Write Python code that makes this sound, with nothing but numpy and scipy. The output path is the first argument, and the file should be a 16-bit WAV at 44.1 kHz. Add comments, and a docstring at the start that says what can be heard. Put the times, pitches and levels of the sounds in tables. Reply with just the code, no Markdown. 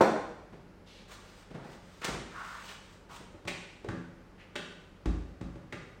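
"""Roti maker in a tiled kitchen

Something hard is knocked down close by, then a cook in slippers shuffles up to the counter, dress
swishing, and works the hinged lid and lever of a roti maker. They click and clack, the cast plates ring
briefly, and the tipped appliance drops back on its feet so that the hollow counter booms.
The hard walls give a ringing echo, and a fridge hums quietly."""
import sys
import numpy as np
from scipy import signal
from scipy.fft import rfft, irfft
from scipy.io import wavfile
from scipy.ndimage import uniform_filter1d, minimum_filter1d

SR = 44100
rng = np.random.default_rng(int(sys.argv[2]) if len(sys.argv) > 2 else 0)


def to_wav(s):
    """Save 16-bit WAV."""
    ch = np.atleast_2d(s).T  # columns
    pcm = np.round(np.clip(ch, -1, 1) * 32767)  # PCM
    wavfile.write(sys.argv[1], SR, pcm.astype(np.int16))


N = 264618
T = np.arange(N) / SR
RING = T[:SR]  # the second that follows a blow


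# Lever clacks: t/s, level/dB, brightness/(dB per octave), rattle time/s, catch f/Hz, stop f/Hz,
# stop level over catch/dB
CLACKS = [(3.4742, -1, 1.67, 0.067, 800, 2310, 0.5), (4.5550, -1.5, -0.07, 0.04, 1570, 3170, 0.5),
          (5.724, -4.5, -1.04, 0.043, 2080, 1550, -4)]
# Tone of a clack, from thump to tick: level/dB
CLACK_TONE = [-4.5, 9, -3, 0, -12]

def lever(snap_s=0.005, boost_db=11):
    """The lever catches, then snaps home against its stop: two quick blows."""
    out = np.zeros(N)
    for s, db, brightness, rattle_s, catch_hz, stop_hz, stop_db in CLACKS:
        catch = strike(tilt(CLACK_TONE, db, brightness), rattle_s, catch_hz, boost_db)
        stop = strike(tilt(CLACK_TONE, db + stop_db, brightness), rattle_s, stop_hz, boost_db)
        add(out, s, catch)
        add(out, s + snap_s, stop)
    return out


# Base bumps: t/s, level/dB, brightness/(dB per octave), extra thump/dB, struck part f/Hz, its boost/dB
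BUMPS = [ (3.343, -14, -1.5, -6.5, 330, 2), (3.451, -6, -0.1, -3, 217, 3),
         (3.844, -5, -0.2, -18, 425, 17.5), (3.886, 2.5, 0.2, -0.5, 1580, 10),
         (3.915, -8, -2.5, -8.5, 1680, 16), (5.057, 4, 0.5, -3, 320, 15.5),
         (5.411, -3.5, 0.3, -0.5, 250, 13.5), (5.555, -10.5, -0.9, -2, 259, 5),
         (5.733, -12, -0.2, 3.5, 151, 6)]
# Tone of a bump, from thump to tick: level/dB
BUMP_TONE = [20, 4.5, -3.5, -9.5, -22]

def base_bumps(rattle_s=0.046):
    """The roti maker's base bumps dully on the worktop; its weight gives the thump."""
    out = np.zeros(N)
    for s, db, brightness, thump_db, part_hz, boost_db in BUMPS:
        tone_db = tilt(BUMP_TONE, db, brightness)
        tone_db[0] += thump_db
        add(out, s, strike(tone_db, contact_time(rattle_s, brightness), part_hz, boost_db))
    return out


# Notes of the cast plates and of the hollow base: f/Hz, level/dB, ring time/s
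PLATE_NOTES = [(777, -23, 0.47), (1202, 14.5, 0.32), (1513, 9.5, 0.22), (2050, 18.5, 0.02),
               (2450, -7, 0.053), (2730, -8, 0.12), (2760, 10, 0.1), (3460, -27, .1), (3870, 16, 0.12),
               (4230, 1, 0.076)]
BASE_NOTES = [(173.7, 4, 0.5), (201, -8, 0.12), (251, 6, 0.72), (330.4, 7, 0.41), (557, 5.5, 0.14)]

def strike(tone_db, rattle_s, part_hz, boost_db):
    """A blow clacks in the struck part and sets the plates and the hollow base ringing."""
    contact = blow(tone_db, chatter(rattle_s), top_db=-20)
    clack = contact + (undb(boost_db) - 1) * resonate(contact, part_hz, 0.21 * part_hz)
    plates = through(clack, ring(PLATE_NOTES, detune=0.0075))
    bass_db = (tone_db[0] + tone_db[1]) / 2
    base = undb(bass_db) * ring(BASE_NOTES, detune=0.0076)
    return undb(-6.5) * clack + undb(-68) * plates + undb(-62) * base


# Deep booms from a heavy footstep and from the appliance landing on the counter: t/s, level/dB
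BOOMS = [(2.101, -44), (3.883, -46), (5.066, -25), (5.433, -40)]
# Deep notes of the cabinet: f/Hz, level/dB, ring time/s
CABINET_NOTES = [(53.9, 3, 0.58), (61.3, -4.5, 0.31), (80.8, -7.5, 0.78)]

def counter(rise_s=0.006):
    """The hollow cabinet under the worktop takes a moment to get moving, then booms."""
    out = np.zeros(N)
    for s, db in BOOMS:
        add(out, s, undb(db) * ring(CABINET_NOTES) * (1 - np.exp(-RING / rise_s)))
    return out


# The falling object's hits, then their slap off the nearest wall: t/s, level/dB, contact time/s
KNOCK_HITS = [(.0066, -11, 0.000017), (.0085, 1, 0.00022), (0.0111, 6, 0.0013), (0.0208, 3.5, 0.0012)]
# Tone of the whole knock: f/Hz, level/dB
KNOCK_TONE = [(40, -44), (100, -27.5), (150, -10), (260, -9), (380, -9), (560, -1), (780, -5), (980, -6.5),
              (1450, -10), (2200, -17.5), (2800, -23.5), (4300, -25), (8500, -24), (10800, -33),
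              (15000, -24)]
# Bright resonances of the object: f/Hz, width/Hz, level/dB
CLANG = [(2280, 210, -8), (3560, 88, 5.5), (4250, 250, 2.5), (5740, 56, 7)]
# Notes of the board it lands on: f/Hz, level/dB, ring time/s
BOARD_NOTES = [(168, -5.5, 0.67), (231, -3.5, 0.2), (307.5, -17, 1), (355, 8, 0.26), (478, -26, 0.46),
               (532, 15.5, 0.16), (640, -7, 0.13), (637, -22, 0.9), (753, -10, 1), (914, 12, 0.083),
               (1074, -28, 0.66), (1298, -4, .28), (1400, -25, 0.34)]

def knock():
    """A hard object lands edge first, then flat, on a board that rings on. Gives (crack, board)."""
    edge_s, flat_s = KNOCK_HITS[1][0], KNOCK_HITS[2][0]
    force, rattle, board = np.zeros((3, N))
    for s, db, contact_s in KNOCK_HITS:
        push = np.exp(-RING / contact_s)
        add(force, s, undb(db) * push / push.sum())
    # the board moves as one at low pitch; the treble comes from one short rattle of the object
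    bass = cut(force, 3, 1700, keep="low")
    add(rattle, edge_s, chatter(0.1))
    rattle += sum(undb(db) * resonate(rattle, hz, width) for hz, width, db in CLANG)
    treble = cut(rattle, 2, 1400, keep="high")
    treble = cut(treble, 1, 2000, keep="low")
    crack = through(bass + undb(-3) * treble, colour(KNOCK_TONE))
    add(board, flat_s, ring(BOARD_NOTES))
    return undb(27) * crack, undb(-28.5) * cut(board, 2, 130, keep="high")


# Slippers meeting the tiles: t/s, level/dB, brightness/(dB per octave)
STEPS = [(0.522, -6.5, -1.7), (.560, -19.5, -1.7), (1.501, -5.5, -1), (1.540, 0, -1.5), (1.639, -8, -1.7),
         (2.014, -2.5, 2.6), (2.043, 10, 5), (2.080, 9, 0.33), (2.14, 4.5, 0.5), (3.090, -12.5, 1.5),
         (3.197, -8, -0.5)]
# Tone of a step, from thump to tick: level/dB
STEP_TONE = [3, 2.5, -10, -15, -29]

def footsteps(rattle_s=0.11):
    """Loose slippers slap the tiles and the heel follows; a soft sole spreads each contact."""
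    out = np.zeros(N)
    for s, db, brightness in STEPS:
        sole = chatter(contact_time(rattle_s, brightness), count=8)
        add(out, s, blow(tilt(STEP_TONE, db, brightness), sole, top_db=-17))
    return out


# Slides of the soles and hinge: t/s, length/s, level/dB, centre f/Hz, width/Hz
SCUFFS = [ (0.86, 0.18, -59, 3060, 3000), (1.095, 0.043, -58.5, 1145, 160), (1.547, 0.21, -54.5, 600, 1070),
          (2.016, 0.073, -40.5, 1405, 1700), (2.308, 0.29, -47.5, 1254, 694),
          (2.487, 0.17, -56.5, 1610, 750), (2.642, 0.087, -57, 2830, 1500), (3.093, 0.058, -49, 1070, 604),
          (3.575, 0.21, -64, 2450, 1500), (4.379, 0.063, -59, 1910, 1760), (4.385, 0.064, -62.5, 2700, 397)]

def scuffs():
    """Soles and hinge slide: tiny slips rasp through one steep resonance."""
    out = np.zeros(N)
    for s, length, db, hz, width in SCUFFS:
        rasp = resonate(slips(), hz, width)
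        rasp = resonate(rasp, hz, width)  # twice makes it steeper
        add(out, s, level(rasp, db) * stroke(length, swell=0.34))
    return out


# Swishes of the dress: t/s, length/s, level/dB
SWISHES = [(1.08, 0.076, -52), (1.147, 0.29, -62), (1.618, 0.15, -61.5), (1.803, 0.33, -63),
           (2.3, 0.46, -55), (2.632, 0.1, -53), (2.817, 0.16, -65), (3.099, 0.084, -52)]
# Tone of rubbing cloth: f/Hz, level/dB
CLOTH_TONE = [(200, -6), (1000, 9.5), (3000, 6.5), (5500, 0.5), (8500, -2), (10800, -17), (15000, -11)]

def dress():
    """Cloth slides with a dry hiss as the cook strides and reaches."""
    out = np.zeros(N)
    for s, length, db in SWISHES:
        hiss = through(slips(), colour(CLOTH_TONE))
        add(out, s, level(hiss, db) * stroke(length, swell=0.85))
    return out


# How long the echo lasts at each pitch: f/Hz, ring time/s
ECHO_TIMES = [(60, 0.61), (250, 0.75), (1000, 0.76), (3000, 0.8), (8000, 0.77), (15000, 0.29)]

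def kitchen(x, echo_db):
    """Hard walls and cupboards: the direct sound, then a dense echo that loses its top treble first."""
    noise = rfft(even(rng.standard_normal(len(RING)), span_hz=60))
    log_f = np.log(np.maximum(np.fft.rfftfreq(len(RING), 1 / SR), 1))
    hz, ring_times = np.transpose(ECHO_TIMES)
    tail = np.zeros(len(RING))
    for band, ring_s in zip(np.eye(len(hz)), ring_times):
        share = np.interp(log_f, np.log(hz), band)
        tail += irfft(noise * share, len(RING)) * fade(ring_s)
    build_up = np.clip((RING - 0.003) / 0.001, 0, 1)
    return x + undb(echo_db) * through(x, unit(tail * build_up))


# Tone of the room's air: f/Hz, level/dB
AIR_TONE = [(15, -33), (25, -2.5), (96, -11.5), (193, -5), (227, -10), (297, -10.5), (598, -12.5),
            (666, -20), (826, -16.5), (1050, -20), (1240, -19), (2770, -29.5), (3530, -34.5), (4750, -34.5),
            (15500, -56.5)]
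# Notes of the fridge: f/Hz, level/dB
FRIDGE_HUM = [(46, -62), (94, -64), (186, -66)]

def air_and_fridge():
    """Quiet room air, a faint hiss and the wavering hum of a fridge."""
    out = level(through(rng.standard_normal(N), colour(AIR_TONE)), -56.5)
    out += level(rng.standard_normal(N), -85.5)
    for hz, db in FRIDGE_HUM:
        waver = np.cumsum(rng.standard_normal(N)) * 0.0227
        out += level(np.sin(2 * np.pi * hz * T + waver), db)
    return out


# The five pitches that set a blow's tone (thump, body, knock, clack, tick): f/Hz
TONE_PITCHES = [130, 350, 1000, 2300, 7000]

def blow(tone_db, rattle, top_db):
    """One contact: a dying rattle, coloured by how soft or hard the parts are."""
    thump_db, tick_db = tone_db[0], tone_db[-1]
    top = [(9000, tick_db - 4), (10800, tick_db + top_db), (15000, tick_db + top_db + 3)]
    return through(rattle, colour([(45, thump_db - 21), *zip(TONE_PITCHES, tone_db), *top]))


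def tilt(tone_db, db, brightness, pivot_hz=1000):
    """A harder contact tilts the tone of a blow towards the treble."""
    return np.array(tone_db) + db + brightness * np.log2(np.array(TONE_PITCHES) / pivot_hz)


def contact_time(rattle_s, brightness):
    """Harder, brighter contacts are over sooner."""
    return rattle_s * np.exp(-0.25 * np.clip(brightness, -2, 2))


def chatter(rattle_s, count=6, feedback=0.68):
    """A chain of echoes scatters a click into a short rattle, equally strong at all pitches."""
    turn = -2j * np.pi * np.fft.rfftfreq(len(RING), 1 / SR)
    lags = rattle_s / 45 * np.geomspace(0.25, 1, count) * rng.uniform(0.8, 1.2, count)
    spectrum = 1
    for k, lag in enumerate(lags):
        echo = (-1) ** k * np.exp(turn * round(lag * SR) / SR)  # sign flips keep the bass from lagging
        spectrum = spectrum * (feedback - echo) / (1 - feedback * echo)
    return irfft(spectrum, len(RING))


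def ring(notes, detune=0):
    """Notes struck together die away; detune shifts each pitch a little at random."""
    out = np.zeros(len(RING))
    for hz, db, ring_s in notes:
        pitch = hz * (1 + detune * rng.standard_normal())
        out += undb(db) * fade(ring_s) * np.sin(2 * np.pi * pitch * RING)
    return out


def slips(grain_db=4):
    """Dense uneven slips of one surface over another."""
    return rng.standard_normal(len(RING)) * undb(grain_db * rng.standard_normal(len(RING)))


def stroke(length, swell, grip_db=2):
    """Loudness of a slide that grips unevenly; swell is the share of it spent speeding up."""
    speed = np.interp(RING / length, [0, swell, 1], [0, 1, 0])
    grip = uniform_filter1d(rng.standard_normal(len(RING)), SR // 100)
    return speed ** 0.35 * undb(grip_db * level(grip, 0))


def resonate(x, hz, width):
    """Let through the pitches around hz."""
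    return signal.lfilter(*signal.iirpeak(hz, hz / width, fs=SR), x)


def cut(x, order, hz, keep):
    """Keep the low or high side of hz; a higher order cuts more steeply."""
    return signal.sosfilt(signal.butter(order, hz, keep, fs=SR, output="sos"), x)


def colour(points, size=8192):
    """A click whose tone follows (f/Hz, level/dB) points, for use as a filter."""
    hz, db = np.transpose(points)
    f = np.maximum(np.fft.rfftfreq(size, 1 / SR), 1)
    gain = undb(np.interp(np.log(f), np.log(hz), db))
    cepstrum = irfft(np.log(gain))
    # fold it so that nothing sounds before the click
    cepstrum[1:size // 2] *= 2
    cepstrum[size // 2 + 1:] = 0
    return irfft(np.exp(rfft(cepstrum)))


def even(x, span_hz):
    """Flatten the broad humps and dips in a noise's tone, keeping its fine grain."""
    spectrum = rfft(x)
    power = uniform_filter1d(np.abs(spectrum) ** 2, int(span_hz * len(x) / SR) + 1)
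    return irfft(spectrum / np.sqrt(np.abs(power) + 1e-12), len(x))


def through(x, response):
    """Pass a sound through something, given its response to a click."""
    return signal.fftconvolve(x, response)[:len(x)]


def fade(ring_s):
    """Die away by 60 dB over the ring time."""
    return np.exp(-np.log(1000) * RING / ring_s)


def undb(db):
    """Decibels to gain."""
    return 10 ** (np.asarray(db) / 20)


def unit(x):
    """Scale to an energy of one."""
    return x / np.sqrt(np.sum(x ** 2))


def level(x, db):
    """Scale to an average (rms) level."""
    return x * undb(db) / np.std(x)


def add(track, s, sound):
    """Mix a sound into a track from time s."""
    i = max(int(s * SR), 0)
    track[i:i + len(sound)] += sound[:N - i]


def scene():
    """All sources in the one kitchen; the knock is nearest."""
    crack, board = knock()
    near = kitchen(crack, echo_db=2.5) + board
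    roti_maker = kitchen(lever() + base_bumps(), echo_db=1)
    cook = kitchen(footsteps() + scuffs() + dress(), echo_db=-1)
    return (near + roti_maker + cook + counter() + air_and_fridge())[None]


def record(dry):
    """A limiter turns down the hardest peaks; the deepest bass and the highest treble are cut."""
    ceiling, window, top_hz = 0.5, 353, 15800  # window in samples
    gain = ceiling / np.maximum(np.abs(dry), ceiling)
    gain = uniform_filter1d(minimum_filter1d(gain, window), window)
    thinned = cut(dry * gain, 2, 30, keep="high")
    return signal.sosfilt(signal.ellip(10, 0.2, 70, top_hz, fs=SR, output="sos"), thinned)


dry = scene()
out = record(dry)
to_wav(out)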